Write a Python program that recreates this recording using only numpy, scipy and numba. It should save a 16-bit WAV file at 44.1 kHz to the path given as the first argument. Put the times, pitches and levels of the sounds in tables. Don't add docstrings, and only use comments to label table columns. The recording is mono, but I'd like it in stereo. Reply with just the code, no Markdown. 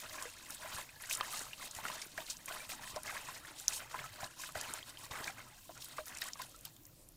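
import sys
import numpy as np
from scipy import signal
from scipy.io import wavfile
from scipy.ndimage import map_coordinates
from numba import njit

SR = 44100
rng = np.random.default_rng(int(sys.argv[2]) if len(sys.argv) > 2 else 0)


def to_linear_factor(level_db):
    exponent = np.asarray(level_db, float) / 20
    return 10 ** exponent


def file_out(sig):
    cols = np.atleast_2d(sig).T
    lim = np.clip(cols, -1, 1)
    pcm = np.round(lim * 32767).astype(np.int16)
    wavfile.write(sys.argv[1], SR, pcm)


N = 315756
LEFT_LAG_S = 4.5e-5


def rms_one(x):
    return x / np.sqrt(np.mean(x ** 2) + 1e-20)


def in_time(rows):
    s, *columns = np.transpose(rows)
    return [np.interp(np.arange(N) / SR, s, column) for column in columns]


def at_hz(points, hz):
    points_hz, values = np.transpose(points)
    return np.interp(np.log(hz), np.log(points_hz), values)


def drift(rate_hz):
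    r = np.exp(-80 * np.pi * rate_hz / SR)
    noise = rng.standard_normal(N // 40 + 2002)
    slow = signal.lfilter([1], [1, -2 * r, r * r], noise)[2000:]
    return np.interp(np.arange(N) / 40, np.arange(len(slow)), rms_one(slow))


def spurts(rate_hz, fade_s):
    jumps = rng.exponential(1, N) * (rng.random(N) < rate_hz / SR)
    r = np.exp(-1 / (fade_s * SR))
    x = signal.lfilter([1], [1, -r], jumps + 1e-18)
    return np.minimum(rms_one(x - x.mean()), 2.5)


def band(x, low_hz, high_hz):
    edges = [low_hz, min(high_hz, .45 * SR)]
    return signal.sosfilt(signal.butter(2, edges, "band", fs=SR, output="sos"), x)


@njit
def add_rings(out, start, gains, hz, t60, rise, attack):
    for k in range(len(hz)):
        for side in range(2):
            first = int(start[side, k]) + 1
            for i in range(first, min(first + int(.7 * t60[k] * SR), out.shape[1])):
                t = (i - start[side, k]) / SR
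                turn = hz[k] * t * (1 + rise[k] * t / t60[k])
                fade = np.exp(-np.log(1000) * t / t60[k])
                swell = min(t * hz[k] / attack, 1)
                out[side, i] += gains[side, k] * fade * swell * np.sin(2 * np.pi * turn)


def bubbles(s, level_db, hz, t60, pan_db, rise, lag_s, attack):
    out = np.zeros((2, N))
    t60, pan_db, rise, lag_s = [x + 0 * s for x in (t60, pan_db, rise, lag_s)]
    start = np.array([s + lag_s / 2, s - lag_s / 2]) * SR
    gains = to_linear_factor(level_db + np.array([pan_db / 2, -pan_db / 2]))
    add_rings(out, np.maximum(start, 0), gains, hz, t60, rise, attack)
    return out


def yard():
    # f/Hz, level/dB
    yard_spectrum = [(15, -29), (25, 4), (76, -6), (127, 2), (190, -16), (290, 2.5), (365, -35), (520, -9),
                     (1330, -23), (8300, -20), (11500, -19.5), (14800, -21), (16000, 10)]
    # f/Hz, likeness (1 = the same, 0 = unrelated)
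    port_likeness = [(60, 0.45), (130, 0.98), (300, 0.83), (640, 0), (15000, 0.0091)]
    out, edges = 0, 22 * 2 ** np.arange(0, 9.7, .4)
    white = rng.standard_normal((2, 2, N))
    for k, (low, high) in enumerate(zip(edges, edges[1:])):
        mid, side = band(white[k % 2], low, high)
        hz = np.sqrt(low * high)
        alike = np.clip(at_hz(port_likeness, hz), 0, 1)
        gain = to_linear_factor(at_hz(yard_spectrum, hz) + 3.5 * drift(3.9))
        stereo = np.sqrt(1 + alike) * mid + np.sqrt(1 - alike) * side * [[1], [-1]]
        out = out + gain * stereo
    level_db, left_db = -61, 0.9
    return to_linear_factor(level_db + left_db * np.array([[.5], [-.5]])) * rms_one(out)


def stirring():
    # t/s at full level, hold/s, gurgle level/dB, spray level/dB
    slosh_table = [(0.0, 0.062, -52.5, -54.5), (0.105, 0.17, -51.5, -53), (0.515, 0.02, -57, -47),
                   (0.615, 0.092, -53, -52.5), (0.731, 0.079, -49, -46), (1.014, 0.062, -58, -52.5),
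                   (1.097, 0.046, -52, -41.5), (1.191, 0.025, -47, -52), (1.248, 0.032, -50.5, -48),
                   (1.328, 0.092, -50, -44.5), (1.625, 0.029, -53.5, -47), (1.754, 0.055, -55.5, -50),
                   (1.85, 0.11, -49, -48.5), (1.97, 0.076, -58, -53), (2.177, 0.04, -52, -50),
                   (2.295, 0.012, -60.5, -44.5), (2.479, 0.072, -48.5, -49.5), (2.589, 0.054, -54, -51),
                   (2.693, 0.029, -53.5, -44), (2.823, 0.018, -55.5, -51.5), (2.878, 0.024, -79, -48),
                   (2.96, 0.0074, -53, -53.5), (3.063, 0.12, -48.5, -49.5), (3.201, 0.17, -56, -51.5),
                   (3.466, 0.033, -57.5, -54.5), (3.583, 0.022, -77, -48), (3.681, 0.089, -54.5, -44),
                   (3.802, 0.039, -50, -58), (3.913, 0.085, -51, -52.5), (3.986, 0.081, -53.5, -55.5),
                   (4.134, 0.028, -56, -54), (4.21, 0.042, -49, -50.5), (4.4, 0.067, -58.5, -46),
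                   (4.551, 0.23, -49.5, -50), (4.881, 0.017, -58.5, -52.5), (4.991, 0.061, -60, -53),
                   (5.109, 0.18, -48, -51), (5.386, 0.01, -50.5, -56.5), (5.767, 0.0075, -55.5, -72),
                   (5.807, 0.042, -68, -50.5), (5.89, 0.047, -58, -56.5), (5.976, 0.011, -54, -51),
                   (6.077, 0.11, -55.5, -56.5), (6.213, 0.064, -54, -49.5), (6.395, 0.036, -54, -50),
                   (6.653, 0.0097, -59, -56)]
    # t/s, gurgle level/dB, spray level/dB
    lapping_table = [(0.0, -68, -56.5), (0.45, -62, -55), (0.95, -65, -60.5), (1.5, -61, -54),
                     (2.13, -64.5, -58.5), (2.8, -60, -59.5), (3.5, -61, -60.5), (4.3, -65.5, -61.5),
                     (5.05, -63, -61), (5.5, -61.5, -61), (5.63, -74.5, -60.5), (6.5, -73.5, -59.5),
                     (6.72, -76, -67.5), (7.16, -83, -79)]
    slap_times = (1.099, 2.485, 2.178, 2.698, 3.682, 4.553, 5.109)
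    lift_s = 5.6
    swell_db_per_s, fall_swell_db_per_s, slap_swell_db_per_s = 412, 898, 4000
    fades_db_per_s = (344, 274)

    start, hold, *peaks_db = np.transpose(slosh_table)[:, :, None]
    t = np.arange(0, N + 64, 64) / SR
    early = np.maximum(start - t, 0)
    late = np.maximum(t - start - hold, 0)
    swell = np.where(start < lift_s, swell_db_per_s, fall_swell_db_per_s)
    sudden = np.abs(start - np.array(slap_times)).min(axis=1, keepdims=True) < .008
    swell = np.where(sudden, slap_swell_db_per_s, swell)
    levels = []
    for peak_db, fade, calm_db in zip(peaks_db, fades_db_per_s, in_time(lapping_table)):
        power = np.sum(to_linear_factor(peak_db - swell * early - fade * late) ** 2, axis=0)
        power = np.interp(np.arange(N) / SR, t, power)
        levels.append(10 * np.log10(power + to_linear_factor(calm_db) ** 2))
    return levels


def swarm(count, spectrum, level_db, cycles, uneven_db, clump_db, patch_db, spread_s, rise):
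    when, pitch, size, place, climb, life = rng.random((count, 6)).T
    low, high = np.log(spectrum[1][0]), np.log(spectrum[-2][0])
    hz = np.exp(low + pitch * (high - low))
    at = (when * (N - 1)).astype(int)
    by_size = np.array([drift(35)[at] for size_class in range(5)])
    patches = map_coordinates(by_size, [4 * pitch, np.arange(count)], order=1)
    clumps = clump_db * spurts(rate_hz=45, fade_s=0.0041)[at] + patch_db * patches
    size_db = at_hz(spectrum, hz) + 10 * np.log10(hz) + clumps - uneven_db * np.log(size + 0.084)
    t60 = cycles * 2 ** (1.93 * (life - .4)) / hz
    pan_db = 2.44 + 5 * (place - .5)
    lag_s = LEFT_LAG_S + spread_s * (place - .5)
    out = bubbles(when * N / SR, size_db, hz, t60, pan_db, rise * climb, lag_s, attack=0.42)
    return to_linear_factor(level_db) * rms_one(out)


def gurgle(gurgle_db):
    # f/Hz, level/dB
    gurgle_spectrum = [(300, -30), (430, -16), (620, -8), (900, -6.5), (1300, 0.5), (2200, -0.5),
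                       (3400, -9), (4000, -30)]
    return swarm(count=9000, spectrum=gurgle_spectrum, level_db=gurgle_db, cycles=26, uneven_db=2.4,
                 clump_db=1.6, patch_db=2.0, spread_s=0.00036, rise=0.6)


def plinks(gurgle_db, spray_db):
    # f/Hz, level/dB
    plink_spectrum = [(500, -30), (700, -5), (1400, 0), (3200, -4), (8000, -12), (9000, -40)]
    return swarm(count=1000, spectrum=plink_spectrum, level_db=(gurgle_db + spray_db) / 2 - 5,
                 cycles=43.6, uneven_db=3.5, clump_db=0, patch_db=0, spread_s=.0003, rise=.35)


def fizz(spray_db):
    # f/Hz, level/dB
    fizz_spectrum = [(1470, -30), (2500, -14), (3360, -11.5), (5440, -12), (8330, -8.5), (12000, -15),
                     (15200, -10), (16000, -26)]
    return swarm(count=90000, spectrum=fizz_spectrum, level_db=spray_db + 1.5, cycles=34, uneven_db=1.4,
                 clump_db=1.34, patch_db=3.0, spread_s=0.00049, rise=0.061)


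def wall_push(push_db):
    lumps = to_linear_factor(5.5 * drift(45))
    noise = rng.standard_normal(N) + 0.18 * rng.standard_normal((2, N))
    return to_linear_factor(push_db) * rms_one(band(noise * lumps, 59, 430))


def basin(water):
    # f/Hz, gain/dB, ring time to fall 60 dB/s
    wall_modes = [(617.6, 3, 0.076), (1014, 0, 0.23)]
    out = np.zeros((2, N))
    for hz, gain_db, t60 in wall_modes:
        r = to_linear_factor(-60 / (t60 * SR))
        w = 2 * np.pi * hz / SR
        push = [(1 - r * r) / 2, 0, (r * r - 1) / 2]
        out += to_linear_factor(gain_db) * signal.lfilter(push, [1, -2 * r * np.cos(w), r * r], water)
    return out


def reflections(x, t60):
    t = np.arange(1500) / SR
    tail = rng.standard_normal((2, len(t))) * to_linear_factor(-60 * t / t60) * (t > .0004)
    tail = band(tail, 1350, 7800)
    tail = tail / np.sqrt(np.sum(tail ** 2, axis=1, keepdims=True))
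    return signal.fftconvolve(x, tail, axes=1)[:, :N]


def splashes():
    # t/s, level/dB, centre f/Hz, time to fall 60 dB/s
    splash_table = [(0.0945, -32.5, 4430, 0.02), (0.223, -25.5, 6960, 0.025), (0.505, -25, 7300, 0.012),
                    (0.5462, -28, 7950, 0.016), (1.02, -31.5, 8750, 0.027), (1.056, -31.5, 5800, 0.018),
                    (1.125, -20, 8000, 0.015), (1.128, -19.5, 9500, 0.012), (1.1492, -19.5, 7500, 0.021),
                    (1.171, -27, 8260, 0.023), (1.392, -23, 6400, .01), (1.71, -29, 6400, 0.023),
                    (1.749, -26.5, 6760, .014), (2.0155, -27, 5400, 0.053), (2.176, -32, 5700, .012),
                    (2.264, -30.5, 3980, 0.0087), (2.299, -24.5, 5900, 0.082), (2.368, -31, 5530, 0.011),
                    (2.4577, -27, 8550, 0.018), (2.9608, -28.5, 5050, 0.014), (3.032, -27, 8300, 0.0094),
                    (3.598, -27.5, 7240, 0.0082), (3.759, -28, 7200, 0.12), (4.242, -26, 3800, 0.015),
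                    (4.521, -33, 7800, 0.0099), (4.611, -19.5, 7000, 0.013), (4.7368, -18.5, 7400, 0.0062),
                    (5.0533, -31.5, 7300, 0.007), (5.1097, -33, 3600, 0.069), (5.2416, -26, 3960, 0.014),
                    (5.273, -29.5, 5670, 0.014), (5.7758, -36, 6300, .008), (5.8203, -30.5, 3930, 0.021),
                    (5.844, -26, 11100, .01), (5.885, -32, 10500, .008), (6.056, -31, 6500, 0.012),
                    (6.062, -34, 13500, 0.19), (6.081, -31, 6100, 0.012), (6.1489, -31.5, 5550, 0.016),
                    (6.1712, -29, 7350, 0.019), (6.184, -29.5, 6760, 0.019), (6.2173, -24.5, 3800, 0.034),
                    (6.215, -23, 11000, .008), (6.239, -25, 10000, .01), (6.284, -26, 7400, 0.0099),
                    (6.333, -25, 4800, 0.0046), (6.4163, -26, 4200, 0.007), (6.419, -25, 10900, .01),
                    (6.4936, -38, 8180, 0.011), (6.561, -38, 7200, 0.016), (6.5889, -40, 8500, .012),
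                    (6.609, -36, 9000, 0.013), (6.6502, -33, 4620, 0.03), (6.651, -26, 11500, 0.02),
                    (6.7635, -41, 9000, .012), (6.8334, -44, 7000, .012), (6.852, -38, 6100, .012),
                    (6.8654, -35, 12500, .01), (7.087, -39, 8900, 0.014), (7.1197, -40, 14000, .01)]
    s, level_db, hz, t60 = np.transpose(splash_table)
    swell_s = 0.001414
    pan_db = 9.5 * (hz < 9700)
    out = bubbles(s + swell_s, level_db - 7, hz, 36 / hz, pan_db, .1, LEFT_LAG_S, attack=4)
    t = np.arange(2000) / SR
    for start, db, centre, length, pan in zip(s, level_db, hz, t60, pan_db):
        i = int(start * SR)
        shared, own = rng.standard_normal(len(t)), rng.standard_normal((2, len(t)))
        shape = np.where(t < swell_s, t / swell_s, to_linear_factor(-60 * (t - swell_s) / length))
        burst = rms_one(band(0.21 * shared + own, centre / 1.3, centre * 1.45)) * shape
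        burst = burst * to_linear_factor(db - 11.5 + np.array([[pan / 2], [-pan / 2]]))
        out[:, i:i + len(t)] += burst[:, :N - i]
    return out


def plops():
    # t/s, level/dB, f/Hz
    plop_table = [(0.18, -40, 1060), (0.222, -36.5, 1050), (0.254, -34.5, 1900), (0.368, -42, 1730),
                  (0.499, -37, 1370), (0.716, -36, 1050), (0.783, -32, 1060), (0.891, -38, 2360),
                  (1.037, -34.5, 1790), (1.09, -36, 1470), (1.2023, -33, 1710), (1.41, -39, 1330),
                  (1.466, -39, 1200), (1.532, -28.5, 2720), (1.597, -40, 1280), (1.627, -38, 1620),
                  (1.787, -31, 850), (1.838, -34, 1130), (1.852, -22, 1340), (1.884, -32, 2780),
                  (1.9, -31.5, 1010), (2.022, -33, 2190), (2.178, -24.5, 1560), (2.184, -34, 624),
                  (2.204, -37, 3400), (2.509, -38, 670), (2.521, -38, 1400), (2.564, -34, 1220),
                  (2.7, -37, 2630), (2.718, -34, 2260), (2.734, -37, 1215), (2.794, -41, 880),
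                  (2.835, -36, 1780), (2.875, -37, 1830), (2.961, -26, 703), (3.078, -32, 2080),
                  (3.096, -33, 1190), (3.157, -31, 1055), (3.287, -32, 1020), (3.449, -36.5, 1730),
                  (3.724, -33.5, 2500), (3.943, -27.5, 990), (3.991, -33, 2200), (4.23, -31.5, 725),
                  (4.436, -32, 1550), (4.49, -37.5, 1200), (4.553, -32.5, 1460), (4.555, -30, 658),
                  (4.828, -34.5, 3170), (4.972, -36.5, 3070), (5.11, -36, 1110), (5.279, -27.5, 2240),
                  (5.693, -37, 660), (5.983, -27.5, 1128), (5.988, -32.5, 593), (6.219, -26.5, 1800),
                  (6.286, -41, 1820), (6.356, -39, 1110), (6.397, -34.5, 1000), (6.654, -38, 3120),
                  (6.765, -48.5, 3420)]
    s, level_db, hz = np.transpose(plop_table)
    pan_db = 1.9 + 12.0 * (rng.random(len(s)) - .5)
    t60 = .012 + 16 / hz
    out = bubbles(s, level_db - 3.5, hz, t60, pan_db, 0.12, LEFT_LAG_S, attack=1.1)
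    out += bubbles(s, level_db - 9.0, 2.1 * hz, 5.0 / hz, pan_db, 0, LEFT_LAG_S, attack=.2)
    for late, detune, size in rng.random((len(s), 3, 7)).transpose(2, 1, 0):
        shed_s = s + .75 * t60 * late
        shed_db = level_db - 4.5 - 9 * size - 10 * late
        shed_hz = hz * 2 ** (0.87 * (detune - .25))
        shed_pan_db = pan_db + 12 * (size - .5)
        out += bubbles(shed_s, shed_db, shed_hz, 16 / shed_hz, shed_pan_db, .3 * size, LEFT_LAG_S, attack=.3)
    return out


def singers():
    # t/s, level/dB, f/Hz, time to fall 60 dB/s
    singer_table = [(0.254, -43.5, 474, 0.092), (0.646, -45.5, 638, 0.084), (0.961, -51, 1670, 0.089),
                    (2.603, -41.5, 2320, 0.088), (4.041, -40.5, 1283, 0.13), (5.277, -39, 1590, 0.058),
                    (5.295, -45.5, 770, 0.092), (5.402, -47, 2100, 0.061), (5.472, -49, 1270, 0.062),
                    (6.544, -49.5, 1315, 0.069)]
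    s, level_db, hz, t60 = np.transpose(singer_table)
    return bubbles(s, level_db, hz, t60, 1.6, 0.049, LEFT_LAG_S, attack=0.66)


def bumps():
    # t/s, level/dB
    bump_table = [(0.745, -42), (1.766, -44), (2.94, -44), (4.231, -41.5), (4.559, -41.5), (5.11, -40.5)]
    s, level_db = np.transpose(bump_table)
    hz = 97 * 2 ** (0.54 * (rng.random(len(s)) - .5))
    return bubbles(s, level_db, hz, 0.056, 1, 0, 0, attack=0.32)


def snap():
    # t/s, level/dB, f/Hz, time to fall 60 dB/s, left over right/dB, swell/cycles
    snap_table = [(3.6815, 4, 6100, .0018, 14, 3.2), (3.6812, -3, 11000, .0013, 7, 3.5),
                  (3.6813, -9, 14800, .0011, 5, 3.5), (1.2093, -21, 1200, .018, 0, .6),
                  (1.2093, -21, 2500, .004, 1.5, .4), (1.2093, -20, 4000, .003, 2.5, .6),
                  (1.2116, -26, 3200, .008, 1.5, .4), (1.111, -20, 2500, .007, 2, .8)]
    out = np.zeros((2, N))
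    for row in snap_table:
        s, level_db, hz, t60, pan_db = np.array([row[:5]]).T
        out += bubbles(s, level_db, hz, t60, pan_db, 0, LEFT_LAG_S, attack=row[5])
    return out


def scene():
    gurgle_db, spray_db = stirring()
    water = gurgle(gurgle_db) + plinks(gurgle_db, spray_db) + fizz(spray_db)
    water = water + splashes() + plops() + singers() + snap()
    wall = basin(water) + bumps() + wall_push(gurgle_db - 13.0)
    echo = to_linear_factor(-15) * reflections(water, t60=.022)
    return water + wall + echo + yard()


def low_pass(x):
    return signal.sosfilt(signal.butter(12, 16490, fs=SR, output="sos"), x)


def record(dry):
    low_passed = signal.sosfilt(signal.cheby2(10, 50, 16500, fs=SR, output="sos"), dry)
    return low_pass(low_passed)


dry = scene()
out = record(dry)
file_out(out)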